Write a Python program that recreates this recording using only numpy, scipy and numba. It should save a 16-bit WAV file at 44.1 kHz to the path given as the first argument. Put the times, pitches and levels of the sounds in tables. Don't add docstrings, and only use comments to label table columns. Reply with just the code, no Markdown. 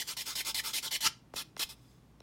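import sys
import numpy as np
from scipy import signal
from scipy.fft import rfft, irfft
from scipy.io import wavfile
from scipy.ndimage import uniform_filter1d, map_coordinates
from numba import njit

SR = 44100
rng = np.random.default_rng(int(sys.argv[2]) if len(sys.argv) > 2 else 0)


def put_to_file(sound):
    columns = np.atleast_2d(sound).T
    safe = np.clip(columns, -1, 1)
    whole_steps = np.round(safe * 32767)
    wavfile.write(sys.argv[1], SR, whole_steps.astype(np.int16))


N = 97946

# start t/s, length/s, level/dB, attack/s, swell over the stroke/dB,
# rasp re scratch/dB, final rasp f/Hz
PUSH_STROKES = [(-.03, 0.053, -32.5, .008, -4, -5.5, 1880), (.166, 0.054, -37.5, 0.005, 0.5, -6.5, 1935),
                (0.352, 0.061, -36.5, .005, 2.5, -2.5, 2060), (0.5436, .057, -34, 0.0024, 0, -1.5, 1940),
                (0.729, 0.059, -34, 0.015, 0.5, -2.5, 2350), (0.907, 0.056, -36, 0.01, 3.5, -5, 2150),
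                (1.005, 0.068, -38, 0.0041, 8, -17.5, 3000)]
PULL_STROKES = [(0.068, 0.069, -35.5, .016, -4, -1, 3200), (0.253, 0.085, -35.5, 0.016, -4.5, -4, 3500),
                (0.446, .068, -35.5, 0.0045, 3, -6.5, 3280), (0.631, 0.084, -34, .018, -4, -30, 3400),
                (0.822, 0.064, -36, .012, -1, 1, 3340)]
# f/Hz, level/dB
PULL_SPECTRUM = [(120, -51), (200, -18), (569, -9), (683, -15.5), (968, -10.5), (1350, -12.5), (1840, -16),
                 (2090, -3.5), (2750, -9.5), (3430, -0.5), (3830, -6.5), (7140, -6), (16000, -13.5)]
# f/Hz, width/Hz, lift/dB
NAIL_RESONANCES = [(887, 52, 11.5), (2085, 53, 8.5), (2983, 33, 4), (3427, 130, 4), (5050, 900, 6)]

GRAINS_PER_S, GRAIN_SPREAD_DB = 17000, 2.5
LEVEL_WANDER_HZ, LEVEL_WANDER_DB = 170, 0.02
PULL_RELEASE_S = 0.0069


def undb(db):
    return 10 ** (np.asarray(db) / 20)


def unit(x):
    return x / np.sqrt(np.mean(x ** 2))


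def walk(rate_hz):
    k = max(int(SR / rate_hz), 1)
    once = uniform_filter1d(rng.standard_normal(N), k)
    return unit(uniform_filter1d(once, k))


def colour(x, points, peaks=()):
    size = 2 * N
    f = np.maximum(np.fft.rfftfreq(size, 1 / SR), 1)
    hz, db = np.array(points, float).T
    curve_db = np.interp(np.log(f), np.log(hz), db)
    for centre_hz, width_hz, lift_db in peaks:
        curve_db = curve_db + lift_db / (1 + (2 * (f - centre_hz) / width_hz) ** 2)
    cepstrum = irfft(np.log(undb(curve_db)))
    cepstrum[1:N] *= 2
    cepstrum[N + 1:] = 0
    response = np.exp(rfft(cepstrum))
    return irfft(rfft(x, size) * response)[:N]


@njit
def resonate(x, hz, k):
    y, band, low = np.empty(len(x)), 0., 0.
    for i in range(len(x)):
        g = np.tan(np.pi * hz[i] / SR)
        v = (band + g * (x[i] - low)) / (1 + g * (g + k))
        band = 2 * v - band
        low = low + 2 * g * v
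        y[i] = k * v
    return y


def grit():
    hit = rng.random(N) < GRAINS_PER_S / SR
    size = undb(GRAIN_SPREAD_DB * np.minimum(rng.exponential(size=N), 5))
    sign = rng.choice([-1, 1], N)
    wander = undb(LEVEL_WANDER_DB * walk(LEVEL_WANDER_HZ))
    return unit(hit * size * sign * wander)


def resonant_grit(hz, width):
    once = resonate(grit(), hz, float(width))
    return resonate(once, hz, float(width))


def scuff(hz, width):
    return unit(resonant_grit(np.full(N, float(hz)), width))


def contact(t, start, length, attack, release):
    rise = np.sin(np.pi / 2 * np.clip((t - start) / attack, 0, 1))
    return rise * np.exp(-np.maximum(t - start - length, 0) / release)


def background(t):
    # f/Hz, level/dB
    air_spectrum = [(15, -67), (25, -26), (49, -13.5), (92, -15.5), (123, -6), (229, -11.5), (263, -11.5),
                    (531, -24), (1130, -26), (1290, -30), (16000, -48.5)]
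    # f/Hz, level/dB
    hum_partials = [(58.6, -68), (122, -70)]
    air_db, waver_db = -62, 3
    hum = np.zeros(N)
    for hz, db in hum_partials:
        level = undb(db + waver_db * walk(6))
        hum += level * np.sqrt(2) * np.sin(2 * np.pi * (hz * t + rng.random()))
    return hum + undb(air_db) * unit(colour(rng.standard_normal(N), air_spectrum))


def nudges(t):
    # t/s, level/dB
    thuds = [(1.058, -46.5), (1.084, -49.5), (1.345, -49), (1.646, -45)]
    thud_hz, decay_s = 72, 0.011
    out = np.zeros(N)
    for start, db in thuds:
        age = np.maximum(t - start, 0)
        out += undb(db) * np.exp(-age / decay_s) * np.sin(2 * np.pi * thud_hz * age)
    return out


def touches(t):
    # t/s, knock peak/dB, knock brightness f/Hz, tick peak/dB
    touchdowns = [(1.3374, -32.5, 800, -45), (1.5665, -35, 1600, -32), (2.2042, -45.5, 445, -39.5)]
    # f/Hz, t60/s, relative level/dB
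    tick_modes = [(2970, 0.006, -8), (4010, 0.0066, 1.5), (5500, 0.0079, 0), (8400, 0.0034, -5)]
    bend_s, bend_ref_hz, low_hz = 0.00244, 1015, 400
    f = np.fft.rfftfreq(N, 1 / SR)
    out = np.zeros(N)
    for start, knock_db, bright_hz, tick_db in touchdowns:
        low_cut = f ** 2 / (f ** 2 + low_hz ** 2)
        shape = low_cut / np.sqrt(1 + (f / bright_hz) ** 4) / np.sqrt(f + low_hz)
        cycles = f * start + 2 * bend_s * np.sqrt(f * bend_ref_hz)
        knock = irfft(shape * np.exp(-2j * np.pi * cycles), N)
        age = np.maximum(t - start, 0)
        tick = np.zeros(N)
        for hz, t60_s, mode_db in tick_modes:
            tick += undb(mode_db - 60 * age / t60_s) * np.sin(2 * np.pi * hz * age)
        out += undb(knock_db) * knock / np.abs(knock).max()
        out += undb(tick_db) * tick / np.abs(tick).max()
    return out


def grazes(t):
    # t/s, level/dB
    graze_levels = [(0, -65), (.07, -53), (.155, -71), (.25, -56), (.345, -55), (.535, -63.5), (.725, -53),
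                    (.82, -58), (.9, -62), (1.002, -73), (1.082, -100), (1.334, -100), (1.339, -54),
                    (1.358, -55), (1.43, -68), (1.5, -78), (1.565, -100), (1.576, -51), (1.65, -53),
                    (1.675, -61), (1.76, -73.5), (1.93, -71), (2.05, -84), (2.22, -95)]
    when, db = np.array(graze_levels).T
    return undb(np.interp(t, when, db)) * unit(colour(grit(), PULL_SPECTRUM, NAIL_RESONANCES))


def fingertip(t):
    scuff_hz, relative_width, scuff_db = 1370, 0.37, -17
    gain = np.zeros(N)
    for start, length, db, *_ in PULL_STROKES:
        along = np.clip((t - start) / (length + PULL_RELEASE_S), 0, 1)
        gain += undb(db + scuff_db) * np.sin(np.pi * along)
    return gain * scuff(scuff_hz, relative_width)


def bites(t):
    bite_hz, relative_width, release_s, bite_db = 926, 0.69, 0.003, -14
    gain = np.zeros(N)
    for start, _, db, attack, *_ in PUSH_STROKES:
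        gain += undb(db + bite_db) * contact(t, start, attack, attack, release_s)
    return gain * scuff(bite_hz, relative_width)


def strokes(t, rows, spectrum, release_s, top_hz):
    rasp_width, slowing = 0.24, 3.3
    rasp_middle = 0.23
    rasp_settles = .9
    scratch_gain, rasp_gain = np.zeros(N), np.zeros(N)
    pitch = np.full(N, float(top_hz))
    for start, length, db, attack, swell_db, rasp_db, end_hz, arch_db in rows:
        along = np.clip((t - start) / length, 0, 1)
        ends = (2 * along - 1) ** 2
        pressure = contact(t, start, length, attack, release_s)
        gain = pressure * undb(db + swell_db * along - arch_db * ends)
        scratch_gain += gain
        rasp_gain += gain * undb(rasp_db) * (rasp_middle + ends) * pressure
        fall = np.minimum(along / rasp_settles, 1) ** slowing
        pitch = np.where(t >= start, top_hz + (end_hz - top_hz) * fall, pitch)
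    scratch = unit(colour(grit(), spectrum, NAIL_RESONANCES))
    rasp = unit(resonant_grit(pitch, rasp_width) / np.sqrt(pitch))
    return scratch_gain * scratch + rasp_gain * rasp


def wipes(t):
    # the pulls' columns, then mid-stroke arch over the ends/dB
    wipe_strokes = [(1.356, 0.067, -34.5, .011, -5.5, -10, 2600, 3),
                    (1.593, 0.043, -34.5, 0.0032, 0, -5, 2770, -2.5),
                    (1.689, 0.05, -45, .005, -8.5, -8.5, 2930, 3.5)]
    # f/Hz, level/dB
    wipe_spectrum = [(120, -38), (200, -9), (1320, -7.5), (1770, -8.5), (2020, -2.5), (2290, -13),
                     (2560, 4.5), (2800, -10.5), (3250, 1), (4520, -4), (7140, -6.5), (8580, -5.5),
                     (15100, -10), (16000, -22)]
    return strokes(t, wipe_strokes, wipe_spectrum, release_s=0.0052, top_hz=3980)


def flick(t):
    # t/s, level/dB
    scrape_levels = [(1.021, -51), (1.042, -32.5), (1.06, -26.5), (1.067, -22.5), (1.073, -27),
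                     (1.079, -36), (1.087, -40.5), (1.099, -56.5)]
    # t/s, click level/dB
    edge_snaps = [(1.0655, -17), (1.0705, -26.5), (1.0749, -11)]
    # f/Hz, level/dB
    flick_spectrum = [(120, -20), (260, -12), (450, -13.5), (680, -19), (920, -9.5), (1300, -4.5),
                      (1800, -10.5), (2870, -2), (3900, -6), (4780, -3), (7350, -6.5), (10000, -16),
                      (16000, -23.5)]
    when, db = np.array(scrape_levels).T
    gain = undb(np.interp(t, when, db)) * (t > when[0]) * (t < when[-1])
    scrape = gain * unit(colour(grit(), flick_spectrum, NAIL_RESONANCES))
    catches = np.zeros(N)
    for start, peak_db in edge_snaps:
        catches[int(start * SR)] = undb(peak_db)
    snaps = colour(catches, flick_spectrum, NAIL_RESONANCES)
    return scrape + snaps * catches.max() / np.abs(snaps).max()


def pulls(t):
    arch_db = 8
    rows = [(*row, arch_db) for row in PULL_STROKES]
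    return strokes(t, rows, PULL_SPECTRUM, PULL_RELEASE_S, top_hz=4640)


def pushes(t):
    # f/Hz, level/dB
    push_spectrum = [(120, -39.5), (200, -16), (933, -11), (1320, -24.5), (2020, -1.5), (2700, -11),
                     (3020, -1), (3250, 0), (4680, -5.5), (5230, -5.5), (12400, -8), (14300, -10.5),
                     (16000, -17.5)]
    arch_db = 0.5
    rows = [(*row, arch_db) for row in PUSH_STROKES]
    return strokes(t, rows, push_spectrum, release_s=0.009, top_hz=4510)


def patchy(x, count=26):
    patch_db, patch_hz = 2.0, 42
    f = np.maximum(np.fft.rfftfreq(N, 1 / SR), 1)
    place = np.interp(np.log(f), np.log([600, 16000]), [0, count - 1])
    spectrum = rfft(x)
    out = np.zeros(N)
    for k in range(count):
        band = irfft(spectrum * np.maximum(1 - np.abs(place - k), 0), N)
        out += band * undb(patch_db * walk(patch_hz))
    return out


def bounces(x, t):
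    # delay/s, level/dB
    reflections = [(.0007, -11), (.0017, -22.5), (.0029, -17.5), (.0046, -25)]
    sway_s, sway_hz = .00004, 3.5
    out = x.copy()
    for delay_s, db in reflections:
        source_t = t - delay_s - sway_s * walk(sway_hz)
        out += undb(db) * map_coordinates(x, [source_t * SR], order=3)
    return out / np.sqrt(1 + sum(undb(db) ** 2 for _, db in reflections))


def room(x):
    t60_s, treble_t60_s, room_db, gap_s, split_hz = 0.25, 0.11, -19, .005, 6000
    t = np.arange(SR // 2) / SR
    noise = rng.standard_normal(len(t))
    low = signal.sosfilt(signal.butter(2, split_hz, fs=SR, output="sos"), noise)
    high = signal.sosfilt(signal.butter(2, split_hz, "high", fs=SR, output="sos"), noise)
    tail = low * undb(-60 * t / t60_s) - .5 * high * undb(-60 * t / treble_t60_s)
    tail = tail * (t > gap_s)
    tail = tail / np.sqrt(np.sum(tail ** 2))
    return x + undb(room_db) * signal.fftconvolve(x, tail)[:N]


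def scene():
    t = np.arange(N) / SR
    rubbing = pushes(t) + bites(t) + pulls(t) + fingertip(t) + wipes(t) + flick(t) + grazes(t)
    scratching = bounces(patchy(rubbing), t)
    mono = room(scratching + touches(t) + nudges(t)) + background(t)
    return np.array([mono, mono])


def record(dry):
    top_hz = 16150
    return signal.sosfilt(signal.ellip(10, .2, 70, top_hz, fs=SR, output="sos"), dry)


dry = scene()
out = record(dry)
put_to_file(out)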